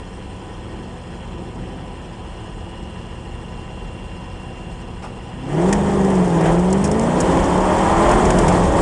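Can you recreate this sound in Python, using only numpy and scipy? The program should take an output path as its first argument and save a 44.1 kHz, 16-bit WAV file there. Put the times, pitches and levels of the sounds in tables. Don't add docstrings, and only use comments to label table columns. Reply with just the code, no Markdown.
import sys
import numpy as np
from scipy import signal
from scipy.fft import rfft, irfft
from scipy.io import wavfile
from scipy.ndimage import uniform_filter1d, map_coordinates

SR = 44100
rng = np.random.default_rng(int(sys.argv[2]) if len(sys.argv) > 2 else 0)


def elevation(decibels):
    levels = np.asarray(decibels, float)
    return 10 ** (levels / 20)


def unload_wav(signal):
    wavfile.write(
        sys.argv[1],
        SR,
        np.round(np.clip(np.atleast_2d(signal).T, -1, 1) * 32767).astype(np.int16),
    )


N = 388521

# (frequency [Hz], relative density [dB per Hz])
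ROAR_IDLE_COLOUR = [(65, -22), (110, -5.5), (183, -6.5), (282, -12), (350, -7), (426, -12.5), (513, -7.5),
                    (605, -16), (767, -10), (924, -10), (994, -9.5), (1120, -20), (1300, -16.5),
                    (1690, -51), (2860, -120)]
ROAR_LOAD_COLOUR = [(65, -38), (110, -9), (141, -9), (177, -0.5), (215, -14.5), (262, -1.5), (291, -4),
                    (346, -1), (477, -6.5), (535, -5.5), (678, -7.5), (963, -6.5), (1300, -18), (1690, -28),
                    (2860, -120)]


def evened(x):
    return x / np.sqrt(np.mean(x ** 2) + 1e-20)


def read(points, hz):
    f, value = np.transpose(points)
    return np.interp(np.log(hz + 1), np.log(f + 1), value)


def curves(rows, t):
    s, *columns = np.transpose(rows)
    return [np.interp(t, s, c, left=c[0], right=c[-1]) for c in columns]


def swells(rows, t):
    return sum(db * np.exp(-((t - s) / half) ** 2) for s, half, db in rows)


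def wander(hz):
    knots = rng.standard_normal(int(N / SR * hz * 2) + 4)
    coarse = np.arange(0, N + 64, 64)
    drift = map_coordinates(knots, [coarse / SR * hz * 2 + 1], order=3)
    return np.interp(np.arange(N), coarse, drift)


def add(mix, s, sound):
    part = mix[round(s * SR):][:len(sound)]
    part += sound[:len(part)]


def resonances(modes, hz):
    return sum(height / (1 + (2 * (hz - f) / width) ** 2) for f, width, height in modes)


def cab_db(hz):
    # (frequency [Hz], width [Hz], lift [dB])
    cab_modes = [(43, 7.6, 2.5), (78, 8.8, 2.5), (164.3, 5.1, 4), (183.4, 24, 12.5), (325, 10, 3.5),
                 (523, 20, 2), (795, 40, 2.5), (1050, 44, 1), (1864, 43, 7), (4180, 78, 5.5),
                 (5270, 250, 1.5), (6900, 150, 4.5), (425.5, 17, 4.5), (651, 17, 5.5), (1180, 15, 7),
                 (1220, 32, -0.5), (1680, 40, 4.5)]
    return resonances(cab_modes, hz)


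def effort_db(t):
    # (time [s], level over idle [dB])
    effort = [(0, 0), (5.3, 0), (5.42, 1), (5.54, 9), (5.63, 14.5), (5.85, 13.5), (6.3, 14), (6.5, 15),
              (6.6, 13), (6.85, 13.5), (7.15, 17), (7.3, 20), (7.55, 17.5), (7.7, 18), (8.0, 20), (8.2, 22),
              (8.4, 20.5), (8.55, 21.5), (8.72, 17.5), (8.81, 22)]
    return curves(effort, t)[0]


def throttle(t):
    wide_open_db = 14
    return np.clip(effort_db(t) / wide_open_db, 0, 1)


def blips_db(t):
    # (time [s], half length [s], growl lift [dB])
    dabs = [(0.744, 0.1, 5.5), (1.408, 0.11, 5.5), (1.65, 0.11, 5)]
    return swells(dabs, t)


def snarl_db(t):
    # (time [s], half length [s], lift [dB])
    snarl_moments = [(5.54, 0.08, 1), (5.72, .08, 1.5), (6.48, 0.074, 8), (7.05, 0.15, -2),
                     (7.3, 0.076, -1.5), (7.55, 0.15, 1.5), (7.95, 0.31, 6), (8.5, 0.18, -0.5),
                     (8.25, 0.074, -4)]
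    return swells(snarl_moments, t)


def roar_level_db(t):
    return -38 + effort_db(t) + 0.4 * blips_db(t)


def colour_db(idle, load, hz, t, snarls):
    snarl_hz, growl_hz, growl_width_hz = 580, 328, 160
    open_share = throttle(t)
    engine_db = read(idle, hz) * (1 - open_share) + read(load, hz) * open_share
    snarl = snarls * snarl_db(t) / (1 + (snarl_hz / (hz + 1)) ** 4)
    growl = snarls * blips_db(t) / (1 + (2 * (hz - growl_hz) / growl_width_hz) ** 4)
    return engine_db + cab_db(hz) + snarl + growl


def noise(idle, load, patchy_db, size, snarls=False):
    hop = size // 4
    frames, hz = N // hop + 5, np.fft.rfftfreq(size, 1 / SR)
    real, imaginary, patches = rng.standard_normal((frames, len(hz), 3)).T
    patches = uniform_filter1d(patches, size=9, axis=0)
    patches = evened(uniform_filter1d(patches, size=5, axis=1))
    frame_s = np.arange(frames) * hop / SR
    colour = elevation(colour_db(idle, load, hz[:, None], frame_s, snarls))
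    colour /= np.sqrt((colour ** 2).sum(0))
    z = (real + 1j * imaginary) * colour * elevation(patchy_db * patches)
    return evened(signal.istft(z, nperseg=size, noverlap=size - hop)[1][:N])


def tone(turns, db, waver_db, waver_hz, slip):
    level_db = db + waver_db * np.minimum(wander(waver_hz), 1)
    phase = 2 * np.pi * (turns + rng.random()) + slip * wander(waver_hz)
    return np.sqrt(2) * elevation(level_db) * np.sin(phase)


def pump(t):
    # (frequency [Hz], level [dB])
    motor_tones = [(748, -54.5), (996, -51), (1494, -60.5), (2740, -58), (3068, -64)]
    # (time [s], frequency [Hz], level [dB])
    low_whine = [(0, 2773, -68), (2.2, 2756, -66), (3, 2770, -53.5), (4, 2770, -50.5), (4.7, 2775, -51),
                 (4.95, 2750, -63), (5.2, 2770, -53), (5.5, 2760, -61)]
    high_whine = [(0, 2870, -71), (1.3, 2910, -68), (2.8, 2880, -52), (3.9, 2860, -61), (5.5, 2880, -59)]
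    out = sum(tone(hz * t, db, 0.78, 3.2, 0.27) for hz, db in motor_tones)
    for rows in (low_whine, high_whine):
        hz, db = curves(rows, t)
        out += tone(np.cumsum(hz) / SR, db, 0.9, 6, 0.17)
    return out


def clunk():
    # (frequency [Hz], width [Hz], level [dB])
    casing_modes = [(100, 80, 3), (330, 250, -2), (560, 250, 1), (860, 300, 1), (1250, 300, -3),
                    (2600, 1400, -13), (5300, 800, -22), (8000, 3000, -23)]
    start_s, level_db, rise_s, grate_s, t60_s = 5.02, -30.5, 0.0081, 0.03, 0.22
    out, t = np.zeros(N), np.arange(SR // 4) / SR
    hz = np.fft.rfftfreq(len(t), 1 / SR)
    casing = resonances([(f, width, elevation(db)) for f, width, db in casing_modes], hz)
    ring = evened(irfft(rfft(rng.standard_normal(len(t))) * casing, len(t)))
    decay = elevation(-60 * np.maximum(t - grate_s, 0) / t60_s)
    add(out, start_s, elevation(level_db) * ring * np.minimum(t / rise_s, 1) * decay)
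    return out


def clatter():
    # (time [s], nominal peak level [dB], length [s], lift below 4 kHz [dB])
    jolts = [(5.689, -25, 0.012, 0), (5.727, -8, 0.0092, 2), (6.409, -23, .01, 5), (6.455, -21, 0.053, 10),
             (6.727, -13.5, 0.007, -11), (6.841, -15.5, 0.02, -5), (6.876, -20, 0.0034, -12),
             (6.914, -16, 0.0064, -6), (6.996, -13, 0.002, -8), (7.203, -12, 0.012, -13),
             (7.371, -15, 0.0046, 11), (7.441, -20, .006, -8), (8.093, -20, .006, -6),
             (8.113, -14, 0.0087, 0), (8.253, -15.5, 0.0095, -1), (8.304, -9.5, 0.0067, 4),
             (8.387, -8.5, 0.0067, 2.5), (8.481, -11, 0.013, 3.5), (8.522, -23, 0.01, -10),
             (8.637, -24, .008, -6)]
    # (frequency [Hz], relative level [dB])
    metal_colour = [(900, -40), (1500, 6), (3000, -1.5), (4200, -12), (5300, 1), (6500, 0.5), (8000, 3),
                    (9500, -2), (11000, -14)]
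    rolling_s, rattles, rattle_db = 5.9, 20, -26
    tilt_spread_db = 1.5
    out, t = np.zeros(N), np.arange(4096) / SR
    hz = np.fft.rfftfreq(len(t), 1 / SR)
    small = [(s, rattle_db, .007, -5) for s in rng.uniform(rolling_s, N / SR, rattles)]
    for s, db, length, knock_db in jolts + small:
        tilt_db = tilt_spread_db * rng.standard_normal() * np.log2((hz + 1) / 7000)
        lean_db = np.where(hz < 4000, knock_db, tilt_db)
        colour = elevation(read(metal_colour, hz) + cab_db(hz) + lean_db)
        burst = 0.27 * evened(irfft(rfft(rng.standard_normal(len(t))) * colour))
        body = np.exp(-(t / max(length, .002)) ** 1.8)
        tail = 0.079 * np.exp(-t / 0.01)
        add(out, s, elevation(db) * burst * np.minimum(t / 0.00019, 1) * (body + tail))
    return out


def body_boom(t):
    # (frequency [Hz], relative density [dB per Hz])
    boom_colour = [(12, -40), (22, -12), (30, 0), (40, 5), (55, -0.5), (75, 0), (105, -5), (130, -11),
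                   (170, -17), (290, -100)]
    # (time [s], level [dB])
    boom_level = [(0, -41), (1.8, -43), (2.5, -35), (4.9, -36.5), (5.25, -40), (5.6, -37), (6.3, -33),
                  (7.1, -28.5), (7.8, -25), (8.81, -19.5)]
    # (time [s], half length [s], lift [dB])
    bumps = [(5.75, .07, 9), (6.48, .12, 6.5), (7.42, 0.064, 7.5), (7.7, .06, -1), (8.11, .06, 5),
             (8.27, 0.041, 3), (8.75, .05, 1)]
    level_db = curves(boom_level, t)[0] + swells(bumps, t)
    return elevation(level_db) * noise(boom_colour, boom_colour, 0.53, size=8192)


def puffs(turns, depth):
    return 1 + depth * np.cos(2 * np.pi * 8 * turns)


def hiss(t, turns):
    # (frequency [Hz], relative density [dB per Hz])
    idle_colour = [(2120, -35), (3600, 7), (3870, -13), (4060, 2), (4240, 0.5), (4620, -3), (5110, 3.5),
                   (6350, -4.5), (7130, -0.5), (8640, 2), (9240, -4), (9690, -10), (10500, -12),
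                   (11100, -14), (11400, -27), (14800, -57), (22000, -120)]
    load_colour = [(2120, -16), (3600, 1.5), (3760, -6), (4280, -5.5), (5600, -2.5), (6200, -3.5),
                   (7160, -1), (8390, 1), (9150, -4), (10100, -14), (10700, -10.5), (11000, -14),
                   (11400, -21), (14800, -53), (22000, -120)]
    level_db = -54.25 + 0.86 * effort_db(t) + 0.17 * snarl_db(t)
    flicker_db = (0.62 + 0.2 * throttle(t)) * wander(30)
    return elevation(level_db + flicker_db) * noise(idle_colour, load_colour, 1.8, size=512) * puffs(turns, 0.085)


def rasp(t, turns):
    # (frequency [Hz], relative density [dB per Hz])
    idle_colour = [(650, -48), (1100, 2.5), (1150, -11), (1250, -7), (1590, -4), (1880, -2.5), (2100, -6),
                   (2540, -5.5), (2800, -2.5), (3380, -3), (3690, -41), (3890, -19), (4000, -14.5),
                   (5200, -44), (8800, -120)]
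    load_colour = [(650, -17), (1100, -9), (1220, -3), (1370, -2.5), (1660, -5.5), (1810, -3.5), (2180, -7),
                   (2830, -12.5), (3210, -8.5), (4000, -37), (5200, -57), (8800, -120)]
    level_db = -46.97 + 0.78 * effort_db(t) + 0.5 * snarl_db(t)
    flicker_db = 0.87 * wander(18)
    return elevation(level_db + flicker_db) * noise(idle_colour, load_colour, 0.83, size=1024) * puffs(turns, 0.1)


def roar(t, turns):
    sound = noise(ROAR_IDLE_COLOUR, ROAR_LOAD_COLOUR, 0.99, size=2048, snarls=True)
    return elevation(roar_level_db(t)) * sound * puffs(turns, 0.14)


def weak_orders(t, hz, turns, strain):
    # (multiple of the cycle rate, level relative to one another [dB])
    order_rows = [(2, -7), (4, -4), (7, -7), (9, 1.5), (10, 6), (11, 3), (12, 1), (13, 1), (15, -10),
                  (17, 1.5), (18, 4), (20, 5.5), (21, -2), (22, 4.5), (23, 4.5), (25, 8), (26, -0.5),
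                  (27, 2.5), (28, 0.5), (29, 4), (30, 4.5), (32, 8), (33, 0), (35, 3.5), (37, 5.5), (40, 6),
                  (43, 5), (48, 4)]
    out, slow = np.zeros(N), t[::256]
    for k, db in order_rows:
        order_hz = np.maximum(k * hz[::256], 140)
        passed_db = colour_db(ROAR_IDLE_COLOUR, ROAR_LOAD_COLOUR, order_hz, slow, True)
        level_db = roar_level_db(t) - 10 - 3.3 * strain + db + np.interp(t, slow, passed_db)
        out += tone(k * turns, level_db, 3.4, 12, 0.013 * k * strain + 0.28)
    return out


def strong_orders(t, hz, turns, strain):
    # (multiple of the cycle rate, idle level [dB], load level before the pipe [dB],
    # rise of the load level with revs [dB per octave])
    order_rows = [(7.996, -42.5, -16.5, -2), (16.02, -45.5, -19, -4), (24.04, -54, -38.5, 21.5),
                  (6, -48, -25, -2), (4.99, -43, -27.5, 8), (3.006, -41.5, -29, 8), (14.02, -56, -23.5, 4),
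                  (19.1, -59, -22.5, -5)]
    # (frequency [Hz], gain [dB])
    pipe = [(40, -13), (75, -3.5), (115, -15), (135, -8.5), (150, -1), (167, -2.5), (186, 0), (202, -4),
            (238, -6), (265, -9.5), (308, -13), (335, -4), (365, -7), (388, -4), (404, -11.5), (436, -5.5),
            (480, -12), (538, -4.5), (580, -14), (612, -3), (640, -10.5), (715, -9), (860, -7.5), (960, -3),
            (1090, -17)]
    pull_hz = 200
    revs = np.log2(8 * hz / pull_hz)
    lead = throttle(t) ** 0.4
    uneven = np.cos(2 * np.pi * turns)
    out = np.zeros(N)
    for k, idle_db, load_db, rise_db in order_rows:
        ticking_db = idle_db + 0.7 * blips_db(t)
        pulling_db = load_db + rise_db * revs + read(pipe, k * hz)
        level_db = ticking_db * (1 - lead) + pulling_db * lead
        order = tone(k * turns, level_db, (0.62 + 0.11 * k) * strain, 7, 0.019 * k * strain)
        out += order * (1 + 0.013 * k * uneven)
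    return out


def engine(t):
    # (time [s], firing rate [Hz])
    speed = [(0, 92), (.45, 95), (.95, 125), (1.35, 110), (1.8, 132), (2.35, 106), (3.2, 115.5),
             (4.1, 119.7), (5.33, 119), (5.48, 135), (5.74, 205), (6.12, 192), (6.44, 159), (6.9, 208.5),
             (7.27, 264), (7.45, 271), (7.6, 299), (7.85, 317), (8.22, 365), (8.36, 364), (8.53, 286),
             (8.68, 275), (8.81, 277)]
    hz = uniform_filter1d(curves(speed, t)[0], size=3500) / 8
    turns = np.cumsum(hz) / SR
    strain = 1 + 1.3 * np.clip(hz / 30 - 1, 0, 1) ** .5
    noises = hiss(t, turns) + rasp(t, turns) + roar(t, turns)
    return noises + weak_orders(t, hz, turns, strain) + strong_orders(t, hz, turns, strain)


def scene():
    t = np.arange(N) / SR
    return (pump(t) + clunk() + clatter() + body_boom(t) + engine(t))[None]


def roll_off(x):
    return signal.sosfilt(signal.butter(12, 11510, fs=SR, output="sos"), x)


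def record(dry):
    clip, edge_hz = 0.5, 11150
    edge = signal.firwin(511, edge_hz, window=("kaiser", 9), fs=SR)
    narrow = signal.oaconvolve(np.clip(dry, -clip, clip), edge[None], "same")
    return roll_off(narrow)


dry = scene()
out = record(dry)
unload_wav(out)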